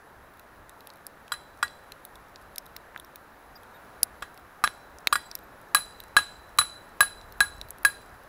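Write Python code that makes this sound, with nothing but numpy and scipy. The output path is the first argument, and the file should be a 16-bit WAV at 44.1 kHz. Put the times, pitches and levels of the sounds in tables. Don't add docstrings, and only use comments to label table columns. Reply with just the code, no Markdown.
import sys
import numpy as np
from scipy import signal
from scipy.fft import rfft, irfft
from scipy.io import wavfile
from scipy.ndimage import uniform_filter1d

SR = 44100
rng = np.random.default_rng(int(sys.argv[2]) if len(sys.argv) > 2 else 0)


def wav_record(signal):
    frames = np.transpose(np.atleast_2d(signal))
    bounded = np.clip(frames, -1, 1)
    quanta = np.round(bounded * 32767).astype(np.int16)
    wavfile.write(sys.argv[1], SR, quanta)


def voltage_ratio(level):
    return 10 ** (np.asarray(level, float) / 20)


N = 365148


def evened(x):
    return x / np.sqrt(np.mean(x ** 2) + 1e-20)


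def read(points, hz):
    f, value = np.transpose(points)
    return np.interp(np.log(hz + 1), np.log(f + 1), value)


def curve(rows, t):
    return np.interp(t, *np.transpose(rows))


def add(mix, s, sound):
    part = mix[round(s * SR):][:len(sound)]
    part += sound[:len(part)]


def coloured(x, points):
    hz = np.fft.rfftfreq(len(x), 1 / SR)
    return evened(irfft(rfft(x) * voltage_ratio(read(points, hz)), len(x)))


def resonance(x, hz, width_hz):
    r = np.exp(-np.pi * width_hz / SR)
    edge = (1 - r * r) / 2
    return signal.lfilter([edge, 0, -edge], [1, -2 * r * np.cos(2 * np.pi * hz / SR), r * r], x)


def hammering():
    # t/s, knock level/dB, then ringing level/dB of low bend, middle bend, lengthwise and high bend
    blows = [(1.3198, -21.5, -36.5, -35.5, -49, -36.5), (1.6284, -14, -27, -34, -41, -43),
             (4.2239, -19.5, -39.5, -51, -65, -56), (4.6391, -7, -23, -31.5, -34, -28),
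             (5.1263, -9, -30.5, -32, -24, -39), (5.1558, -15, -24, -39, -36.5, -39),
             (5.7473, -5.5, -21.5, -22, -18, -19), (6.1662, -2.5, -12.5, -19, -21.5, -26),
             (6.5863, -3.5, -34, -19, -26, -15), (7.006, -4.5, -15, -21, -22, -16.5),
             (7.4044, -5, -10.5, -23, -27.5, -21.5), (7.8493, -7.5, -14, -25.5, -19, -24)]
    # t/s, knock level/dB
    rebounds = [(1.338, -25), (4.644, -12.5), (5.769, -19), (6.187, -14), (6.614, -16.5), (7.029, -19.5)]
    # t/s, low cross mode level/dB, high cross modes level/dB
    askew = [(1.319, -36, -35.5), (1.627, -20.5, -32.5), (4.2212, -39, -49), (4.6387, -41, -37),
             (5.1274, -32, -30), (5.1544, -25, -33)]
    groups = np.zeros((2, N))
    for k, (s, *levels_db) in enumerate(blows):
        add(groups[k // 2 % 2], s, blow(levels_db))
    for s, db in rebounds:
        add(groups[1], s, blow(db - np.array([0, 22, 30, 30, 30])))
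    for s, *levels_db in askew:
        add(groups[0], s, ring(levels_db, first=5))
    return groups


def blow(levels_db):
    # f/Hz, relative level/dB
    crack_spectrum = [(120, -41), (250, -28.5), (1200, -0.5), (2200, -10), (4000, -14), (6000, -23),
                      (9000, -19.5), (16000, -44)]
    t = np.arange(SR // 2) / SR
    noise = rng.standard_normal((3, len(t)))
    rattle = (1 - np.exp(-t / 0.00021)) * (voltage_ratio(-60 * t / 0.013) + voltage_ratio(-18 - 60 * t / 0.16))
    crack = voltage_ratio(levels_db[0] - 7.5) * coloured(noise[0], crack_spectrum)
    hiss_band = evened(resonance(resonance(noise[1], 11000, 7000), 12600, 10300))
    hiss = voltage_ratio(np.mean(levels_db[-2:]) + 6.0) * hiss_band
    thud_fall = (1 - np.exp(-t / 0.014)) * voltage_ratio(levels_db[0] - 31.5 - 60 * t / 0.14)
    thud = evened(resonance(noise[2], 75, 53)) * thud_fall
    return ring(levels_db, first=0) + rattle * (crack + hiss) + thud


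def ring(levels_db, first):
    steel_hz = [
        [1200, 1420, 2540, 3280, 5520],
        [1648],
        [3980, 4017, 6590, 7560, 7745, 13150],
        [4845, 9442, 13570, 14530, 15020],
        [10262, 10760, 10920, 12020],
        [1912],
        [1430, 3280, 4872, 5525, 7575, 8204, 8455, 13200],
    ]
    # relative level/dB, t60/s while hand and ground damp them, faint long after-ring level/dB
    steel_ring = [
        [(1.5, 0.022, -73), (-2, 0.02, -43), (-7, 0.014, -60), (-25.5, 0.051, -69), (-21, 0.029, -41)],
        [(8, 0.078, -39)],
        [(6, 0.077, -26.5), (3.5, 0.078, -26.5), (-11.5, 0.075, -28), (-10, 0.052, -23), (-0.5, 0.056, -33),
         (-12, .035, -43)],
        [(1.5, 0.022, -39), (1, 0.079, -41), (-25, .04, -50), (-3, 0.034, -50), (-16, .06, -38)],
        [(-3, 0.17, -33), (1.5, 0.052, -35.5), (-9, .05, -39), (-43, .05, -35)],
        [(-6, 0.13, -36)],
        [(17.5, 0.035, -60), (6, 0.035, -50), (6, 0.032, -55), (0, 0.017, -55), (3, 0.055, -35),
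         (-4, 0.041, -52), (5.5, 0.032, -46), (-3, 0.068, -45)],
    ]
    after_ring_t60 = 0.61
    t = np.arange(SR // 2) / SR
    out = np.zeros(len(t))
    for level_db, group_hz, group in zip(levels_db, steel_hz[first:], steel_ring[first:]):
        chances = rng.standard_normal((len(group), 3))
        for hz, (db, t60, after_db), (spot, tune, start) in zip(group_hz, group, chances):
            a, b = rng.standard_normal((2, 60))
            wander = np.interp(t / 0.0074, np.arange(60), a + 1j * b)
            fall = voltage_ratio(-60 * t / t60) + wander * voltage_ratio(after_db - 60 * t / after_ring_t60)
            wave = fall * np.exp(1j * (2 * np.pi * hz * (1 + 0.001 * tune) * t + 0.3 * start))
            out += voltage_ratio(level_db + db + 1.94 * spot) * wave.imag
    return out * (1 - np.exp(-t / 0.0011))


def trees(x):
    # f/Hz, t60/s
    decay = [(300, 0.073), (1500, 0.2), (4000, 0.56), (9000, 0.42), (16000, 0.17)]
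    taps = np.zeros(SR)
    at = np.arange(400, SR - 20, 20)
    taps[at + rng.integers(0, 20, len(at))] = rng.choice([-1., 1.], len(at))
    hz, t, z = signal.stft(taps, SR, nperseg=256)
    fading = z * voltage_ratio(-60 * t / read(decay, hz)[:, None])
    tail = signal.istft(fading, SR, nperseg=256)[1]
    return signal.fftconvolve(x, tail / np.linalg.norm(tail))[:N]


def dull_knocks():
    # t/s, level setting/dB, f/Hz
    knocks = [(2.947, -44, 2000), (2.9619, -26.5, 1630), (4.676, -17.5, 1600), (5.0725, -9, 2200),
              (2.581, -34.5, 2200), (2.764, -36, 2000), (4.03, -31, 2460)]
    out = np.zeros(N)
    for s, db, hz in knocks:
        add(out, s, knock(db, hz))
    return out


def knock(db, hz):
    cycles = np.arange(600) / SR * hz
    swing = np.sin(2 * np.pi * cycles) * np.exp(-0.9 * cycles) * (1 - np.exp(-4 * cycles))
    return -voltage_ratio(db + 9.5) * swing


def near_drips():
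    # t/s, low tick peak level/dB, high tick peak level/dB, low tick f/Hz, high tick f/Hz
    drips = [(0.6943, -43.5, -37, 3660, 10200), (0.8063, -41, -44, 4000, 12400),
             (0.8717, -35, -32.5, 3380, 11400), (0.902, -34.5, -58, 4300, 11100),
             (1.067, -31.5, -24, 4800, 11500), (1.28, -39, -45, 3020, 11000),
             (1.6801, -36.5, -52, 4100, 10300), (1.9206, -28.5, -35.5, 4030, 11500),
             (2.051, -38.5, -27.5, 4100, 15100), (2.156, -40, -40, 3450, 11100),
             (2.359, -32.5, -57, 4060, 13700), (2.5595, -34, -29, 3930, 11400),
             (2.582, -21, -20.5, 5300, 11600), (2.6636, -43, -37.5, 3670, 11400),
             (2.765, -27, -27.5, 4170, 15200), (2.976, -36.5, -40, 3590, 13700),
             (2.9984, -36, -33, 3530, 11140), (3.047, -41, -41, 5500, 13900),
             (3.158, -35, -30, 3950, 15400), (4.0315, -7, -1.5, 4880, 11150),
             (4.376, -39, -42, 4020, 11500), (4.6753, -16.5, -52, 3530, 10300),
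             (4.9854, -37, -39, 5060, 9400), (5.072, -4.5, -9.5, 3830, 12100),
             (5.314, -26, -36, 4460, 11100), (5.3526, -22.5, -19, 4670, 11900),
             (5.389, -44, -36, 3770, 14200), (6.0024, -31, -29.5, 3660, 13400),
             (6.0377, -43, -37, 3730, 12300), (7.213, -40, -60, 4010, 10800),
             (7.3235, -38.5, -35, 4230, 13400), (7.6137, -24.5, -36, 3920, 11700),
             (7.6864, -46, -36, 3940, 14900), (7.706, -53, -23.5, 4020, 10900),
             (7.7844, -47, -38, 3730, 11500), (7.8325, -49, -31, 4300, 11900)]
    out = np.zeros(N)
    for s, *row in drips:
        add(out, s, drip(*row, t60=0.0042))
    return out


def drip(low_db, high_db, low_hz, high_hz, t60):
    # f/Hz, width/Hz
    shells = [
        [(1700, 520), (2600, 230), (3800, 210), (5500, 190)],
        [(8600, 300), (10900, 450), (12500, 670), (15000, 290)],
    ]
    scrape_t60 = 0.023
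    t = np.arange(1024) / SR
    fall = voltage_ratio(-60 * t / t60) + voltage_ratio(-23.5 - 60 * t / scrape_t60)
    splat = rng.standard_normal((2, len(t))) * (1 - np.exp(-t / 0.00022)) * fall
    shares = rng.random((2, 4))
    levels_db = low_db, high_db
    resonances = (low_hz, 300), (high_hz, 700)  # Hz, width Hz
    out = np.zeros(len(t))
    for noise, db, own, shell, share in zip(splat, levels_db, resonances, shells, shares):
        tick = 0.53 * noise + resonance(noise, *own)
        tick += sum(1.14 * k * resonance(noise, *mode) for k, mode in zip(share, shell))
        tick = resonance(tick, own[0], 0.46 * own[0])
        out += voltage_ratio(db) * tick / abs(tick).max()
    return out


def patter():
    out = np.zeros(N)
    for when, faintness, low, high, dullness in rng.random((60, 5)):
        db = -59 - 3.5 * np.log(faintness + 0.02)
        high_db = db + 8.5 - 5.6 * dullness
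        add(out, when * N / SR, drip(db, high_db, 3000 + 3000 * low, 9500 + 6000 * high, t60=0.01))
    return out


def high_tones():
    # t/s, f/Hz, level/dB, length/s
    tones = [(3.553, 4850, -50, 0.02), (3.553, 5430, -55, 0.015), (3.555, 13800, -56, .025),
             (3.735, 3740, -60.5, .04), (3.735, 14200, -62, .045), (5.078, 6700, -60, 0.046),
             (5.25, 7900, -56, 0.031), (5.433, 12100, -55, .014)]
    out = np.zeros(N)
    for s, *row in tones:
        add(out, s, short_tone(*row))
    return out


def short_tone(hz, db, length):
    t = np.arange(0, length, 1 / SR)
    return voltage_ratio(db) * np.sin(2 * np.pi * hz * t) * signal.windows.tukey(len(t), 0.4)


def hush():
    # f/Hz, relative level/dB
    spectrum = [(15, -12), (25, -1.5), (120, -6.5), (300, -5), (630, -2.5), (900, -2), (1400, -3.5),
                (1750, -5), (2050, -12.5), (3050, -21), (4000, -24), (8800, -31), (11200, -27.5),
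                (15500, -30)]
    # f/Hz, width/Hz, level/dB
    cavity = [(3920, 220, 5.5), (11120, 460, 9.5), (15250, 700, 5)]
    # t/s, level/dB
    swell = [(0, -1), (2, 0.5), (3.4, 0), (3.9, 2.5), (4.4, 0.5), (6, 1.5), (8.28, 1.5)]
    frames, hz = N // 256 + 5, np.fft.rfftfreq(1024, 1 / SR)
    a, b, patches = rng.standard_normal((frames, 513, 3)).T
    patches = evened(uniform_filter1d(uniform_filter1d(patches, 12, 0), 14, 1))
    peaks_db = sum(db / (1 + (2 * (hz - f) / width) ** 2) for f, width, db in cavity)
    spread_db = np.interp(hz, [9000, 12000], [0.5, 2.2])[:, None]
    colour_db = (read(spectrum, hz) + peaks_db)[:, None]
    z = (a + 1j * b) * voltage_ratio(colour_db + spread_db * patches)
    steady = evened(signal.istft(z, nperseg=1024, noverlap=768)[1][:N])
    return steady * voltage_ratio(-52 + curve(swell, np.arange(N) / SR))


def whine():
    return voltage_ratio(-84) * evened(resonance(rng.standard_normal(N), 13745, 27))


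def low_rumble():
    # t/s, level before the random variation/dB
    strength = [(0, -65.5), (2, -66), (4.15, -68), (4.24, -55), (4.33, -64.5), (5.6, -67), (6.3, -57.5),
                (6.9, -69), (7.15, -55), (7.33, -48.5), (7.43, -54), (7.6, -50.5), (7.75, -55), (7.95, -63),
                (8.16, -54.5), (8.28, -63)]
    gust_db, lump_db = 3.5, -0.2
    noise = rng.standard_normal((3, N))
    lumps = evened(uniform_filter1d(uniform_filter1d(noise[0], size=1200), size=1200))
    gusts = evened(uniform_filter1d(uniform_filter1d(noise[2], size=3500), size=3500))
    rumble = evened(resonance(resonance(noise[1], 30, 49), 36, 90))
    return rumble * voltage_ratio(curve(strength, np.arange(N) / SR) + lump_db * lumps + gust_db * gusts)


def scene():
    hammer = hammering()
    echo = voltage_ratio(-22) * (trees(hammer[0]) + trees(hammer[1]))
    near = dull_knocks() + near_drips() + high_tones()
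    background = patter() + hush() + whine() + low_rumble()
    return (hammer.sum(0) + echo + near + background)[None]


def top_cut(x):
    return signal.sosfilt(signal.butter(12, 16970, fs=SR, output="sos"), x)


def record(dry):
    ceiling = 0.76
    clipped = ceiling * np.tanh(dry / ceiling)
    lowpass = signal.firwin(401, 15760, window=("kaiser", 8), fs=SR)[None]
    limited = signal.oaconvolve(clipped, lowpass, "same")
    leak = voltage_ratio(-28) * (clipped - limited)
    return top_cut(limited + leak)


dry = scene()
out = record(dry)
wav_record(out)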